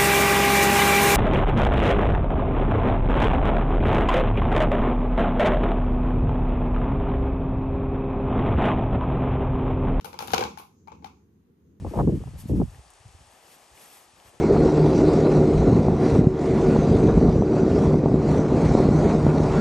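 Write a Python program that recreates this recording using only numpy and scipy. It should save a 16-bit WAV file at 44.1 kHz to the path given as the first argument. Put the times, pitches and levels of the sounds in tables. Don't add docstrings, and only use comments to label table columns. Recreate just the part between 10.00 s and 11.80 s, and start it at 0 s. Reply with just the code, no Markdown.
import sys
import numpy as np
from scipy import signal
from scipy.fft import rfft, irfft
from scipy.io import wavfile
from scipy.ndimage import uniform_filter1d, map_coordinates

SR = 44100
rng = np.random.default_rng(int(sys.argv[2]) if len(sys.argv) > 2 else 0)


def wav_record(signal):
    frames = np.transpose(np.atleast_2d(signal))
    bounded = np.clip(frames, -1, 1)
    quanta = np.round(bounded * 32767).astype(np.int16)
    wavfile.write(sys.argv[1], SR, quanta)


def ratio(d):
    e = np.asarray(d, float) / 20
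    return 10 ** e


N = 79380

# (frequency [Hz], level [dB])
CRACK_SPECTRUM = [(900, -12), (1400, 6), (1850, -11), (2300, -3), (3100, -1), (4200, -3.5), (6500, -6),
                  (7800, -15)]
# (frequency [Hz], level [dB])
FIZZ_SPECTRUM = [(7000, -27), (8500, -13), (10000, -4), (11800, 0), (13500, -10.5), (14900, -3.5),
                 (15600, -21.5), (16600, -62)]


def unit(x):
    return x / np.sqrt(np.mean(x ** 2) + 1e-20)


def along(points, hz):
    f, v = np.transpose(points)
    return np.interp(np.log(hz + 1), np.log(f + 1), v)


def curve(rows):
    return np.interp(np.arange(N) / SR, *np.transpose(rows))


def wobble(rate_hz):
    knots = rng.standard_normal(int(N * rate_hz / SR) + 4)
    return map_coordinates(knots, [np.arange(N) * rate_hz / SR])


def spectrum_gain(spectrum, hz):
    return ratio(along([(5, -120), *spectrum, (21000, -120)], hz))


def stereo_turn(alike, hz):
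    return np.arccos(np.clip(along(alike, hz), -1, 1)) / 2


def coloured(spectrum, size, alike=((1, 0), (2, 0))):
    hz = np.fft.rfftfreq(size, 1 / SR)
    turn = stereo_turn(alike, hz)
    z = rfft(rng.standard_normal((2, size))) * spectrum_gain(spectrum, hz)
    mid, side = irfft(z * [np.cos(turn), np.sin(turn)], size)
    return unit(np.array([mid + side, mid - side]))


def hiss():
    # (frequency [Hz], density [dB per Hz])
    hiss_spectrum = [(500, -19.5), (700, -7.5), (1040, -7), (2120, -15), (3940, -20), (7520, -28),
                     (15200, -20), (16000, -48)]
    return ratio(-78.5) * coloured(hiss_spectrum, size=N)


def appliance_rumble():
    # (time [s], level [dB])
    rumble_level = [(0.0, -53.5), (0.33, -50.5), (0.47, -47.5), (0.65, -59.5), (0.886, -58), (1.042, -57.5),
                    (1.554, -61.5), (1.8, -58.5)]
    # (frequency [Hz], density [dB per Hz])
    rumble_spectrum = [(25, -42), (45, -22), (75, 1), (119, -9.5), (184, -2), (300, -9.5), (450, -13.5),
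                       (680, -39.5)]
    # (frequency [Hz], left-right likeness [0..1])
    rumble_alike = [(60, 0.89), (180, 0.93), (300, 0.96), (600, 0), (1500, 0)]
    level_db = curve(rumble_level) + 2 + 2 * wobble(5.9) + 1.5 * wobble(22)
    return ratio(level_db) * coloured(rumble_spectrum, size=N, alike=rumble_alike)


def air_leak():
    # (time [s], level [dB])
    leak_level = [(0, -76), (.7, -83), (.8, -75.5), (.86, -77.5), (1.25, -84), (1.55, -96.5), (1.68, -81),
                  (1.8, -83)]
    # (frequency [Hz], level [dB])
    leak_spectrum = [(3500, -22), (4800, -13), (5800, -8), (6500, 1.5), (7200, -9), (8500, -27)]
    return ratio(curve(leak_level) + 2.3 * wobble(14)) * coloured(leak_spectrum, size=N)


def room(x):
    # (frequency [Hz], t60 [s])
    room_t60 = [(100, 0.33), (500, .3), (2000, 0.28), (6000, 0.38), (14000, .3)]
    # (frequency [Hz], left-right likeness [0..1])
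    room_alike = [(150, 1), (350, .6), (700, 0), (10000, 0)]
    build_up_s = 0.0061
    hz, t, z = signal.stft(rng.standard_normal((2, SR // 2)), SR, nperseg=256)
    turn = stereo_turn(room_alike, hz)[:, None]
    mid, side = z[0] * np.cos(turn), z[1] * np.sin(turn)
    fade = ratio(-60 * t / along(room_t60, hz)[:, None])
    tail = signal.istft(np.array([mid + side, mid - side]) * fade, SR, nperseg=256)[1]
    tail = tail * (1 - np.exp(-np.arange(tail.shape[1]) / SR / build_up_s))
    return signal.fftconvolve(x[None], tail / np.linalg.norm(tail[0]), axes=1)


def smooth(spectrum, like):
    hz = np.fft.rfftfreq(len(like), 1 / SR)
    pulse = irfft(spectrum_gain(spectrum, hz), len(like))
    return np.roll(unit(pulse), SR // 400) * np.sqrt(np.mean(like ** 2))


def to_walls(crack, fizz, ring, thud, upper_mode_db):
    # (frequency [Hz], level [dB])
    body_spectrum = [(550, -31.5), (720, -8), (850, 3), (1150, 0), (1400, -15), (1800, -31)]
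    # (frequency [Hz], level [dB])
    upper_spectrum = [(1900, -28), (2200, -1.5), (2400, -2.5), (2650, -7.5), (3000, -28)]
    far = smooth(CRACK_SPECTRUM, crack[0]) + smooth(FIZZ_SPECTRUM, fizz[0])
    far = far + ratio(-3.5) * smooth(body_spectrum, ring)
    far = far + ratio(1 + upper_mode_db) * smooth(upper_spectrum, ring)
    return far + ratio(-8.5) * ring + ratio(-2) * thud


def ringing(hz, db, t60_s, t):
    pitch_hz = hz * (1 + 0.032 * rng.standard_normal())
    fade = ratio(db + rng.standard_normal() - 60 * (t / t60_s) ** 1.767)
    onset = 1 - np.exp(-t / 0.0011)
    return fade * onset * np.sin(2 * np.pi * pitch_hz * t)


def board_thud(db, t):
    # (frequency [Hz], level [dB], t60 [s])
    board_modes = [(467.8, 7, 0.019), (217.6, -8, .07), (358, -11.5, 0.092), (170.4, -11.5, 0.046),
                   (115.6, -19, 0.089)]
    return sum(ringing(hz, db + mode_db, t60_s, t) for hz, mode_db, t60_s in board_modes)


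def hollow_ring(db, hollow_hz, upper_db, t):
    modes = [(hollow_hz, 0), (hollow_hz * 1.25, -10.5), *zip((1461, 2276), upper_db)]
    t60_s, damping = 0.025, 0.58
    return sum(ringing(hz, db + mode_db, t60_s * (hollow_hz / hz) ** damping, t) for hz, mode_db in modes)


def paper_burst(spectrum, db, alike, t):
    t60_s, rise_s, lumps_db = 0.014, 0.0007, 2
    burst = rfft(coloured(spectrum, size=len(t), alike=alike))
    bins = burst.shape[1]
    lumps = uniform_filter1d(rng.standard_normal(bins), size=bins // 30)
    burst = unit(irfft(burst * ratio(lumps_db * unit(lumps)), len(t)))
    return ratio(db - 60 * t / t60_s) * (1 - np.exp(-t / rise_s)) * burst


def sheet_slide(crack_db, fizz_db, size):
    slide_db, t60_s, rise_s = -16.5, 0.14, 0.0013
    t = np.arange(size) / SR
    grains = unit(ratio(6 * wobble(150)[:size]))
    sheets = ratio(crack_db) * coloured(CRACK_SPECTRUM, size=size, alike=((1, .4), (2, 0.27)))
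    sheets = sheets + ratio(fizz_db) * coloured(FIZZ_SPECTRUM, size=size)
    return ratio(slide_db - 60 * t / t60_s) * (1 - np.exp(-t / rise_s)) * grains * sheets


def knocks(rows, hollow_hz, pan_db, room_db, upper_db):
    right_lag = round(0.00045 * SR)
    out, t = np.zeros((2, N + SR)), np.arange(SR // 8) / SR
    side_db = np.array([[pan_db / 2], [-pan_db / 2]])
    for s, crack_db, ring_db, fizz_db, thud_db in rows:
        crack_db, ring_db, fizz_db, thud_db = crack_db - 4, ring_db + 4.5, fizz_db + 6.5, thud_db + 2
        crack = paper_burst(CRACK_SPECTRUM, crack_db, ((1, .8), (2, .8)), t)
        fizz = paper_burst(FIZZ_SPECTRUM, fizz_db, ((1, .6), (2, 1.0)), t)
        ring = hollow_ring(ring_db, hollow_hz, upper_db, t)
        thud = board_thud(thud_db, t)

        near = ratio(side_db) * (crack + fizz + ring) + ratio(-0.35 * side_db) * thud
        near = np.pad(near, ((0, 0), (0, len(t))))
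        near = near + ratio(side_db) * sheet_slide(crack_db, fizz_db, size=2 * len(t))
        wet = ratio(room_db) * room(to_walls(crack, fizz, ring, thud, upper_db[-1]))

        at = round(s * SR)
        out[0, at:at + near.shape[1]] += near[0]
        out[1, at + right_lag:][:near.shape[1]] += near[1]
        out[:, at:at + wet.shape[1]] += wet
    return out[:, :N]


def scene():
    # (time [s], crack [dB], hollow ring [dB], fizz [dB], thud [dB])
    shuffle_knocks = [(.0094, -41, -59.5, -63.5, -66), (.0451, -28.5, -38.5, -41, -50),
                      (.0563, -42.5, -41, -53, -46.5), (.1297, -36, -47.5, -62.5, -48.5),
                      (.1405, -43, -43, -63, -52), (.1894, -22.5, -34.5, -40.5, -47),
                      (.2046, -32, -36, -45, -43.5), (.2234, -34, -34.5, -44.5, -41),
                      (.2735, -29, -56, -41.5, -52.5), (.2805, -28.5, -39, -50, -48.5),
                      (.3047, -27, -42.5, -54, -53.5), (.3175, -29.5, -52.5, -45, -55),
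                      (.5741, -34, -40.5, -56.5, -57.5), (.5974, -53, -44.5, -53.5, -56.5),
                      (.585, -36.5, -62, -50.5, -71)]
    drop_knocks = [
        (.3342, -10, -16.5, -32.5, -23.5),
        (.3452, -26.5, -31, -43.5, -35),
        (.3797, -14, -25.5, -43, -31),
        (.3914, -36.5, -52, -42.5, -28.5),
        (.4075, -20.5, -29, -46, -38.5),
        (.4113, -28, -33, -52.5, -31.5),
        (.4245, -32.5, -23.5, -45, -40),
        (.4374, -19, -33, -51.5, -37),
        (.451, -37.5, -35, -53, -43.5),
    ]
    tap_knocks = [
        (.8735, -50.5, -47, -76, -64),
        (.8811, -48.5, -42, -69, -62.5),
        (.9183, -44, -43, -85, -53),
        (.9254, -50, -49.5, -75, -54.5),
        (1.0237, -57, -53, -83, -65),
        (1.0440, -32.5, -39, -58.5, -52),
        (1.0584, -44.5, -45, -61.5, -65),
    ]
    shuffle = knocks(shuffle_knocks, hollow_hz=864.5, pan_db=11.5, room_db=0.5, upper_db=(-11.5, -15.5))
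    drop = knocks(drop_knocks, hollow_hz=804, pan_db=9.5, room_db=-3.5, upper_db=(-10, -12.5))
    taps = knocks(tap_knocks, hollow_hz=864, pan_db=12.5, room_db=-3, upper_db=(-20, -14))
    return hiss() + appliance_rumble() + air_leak() + shuffle + drop + taps


def low_pass(x):
    return signal.sosfilt(signal.butter(12, 16600, fs=SR, output="sos"), x)


def record(dry):
    low_hz, top_hz = 54, 15100
    hz = np.fft.rfftfreq(N, 1 / SR)
    loss = np.sqrt(1 + (hz / top_hz) ** 60 + (low_hz / (hz + 1)) ** 4)
    return low_pass(irfft(rfft(dry) / loss, N))


dry = scene()
out = record(dry)
wav_record(out)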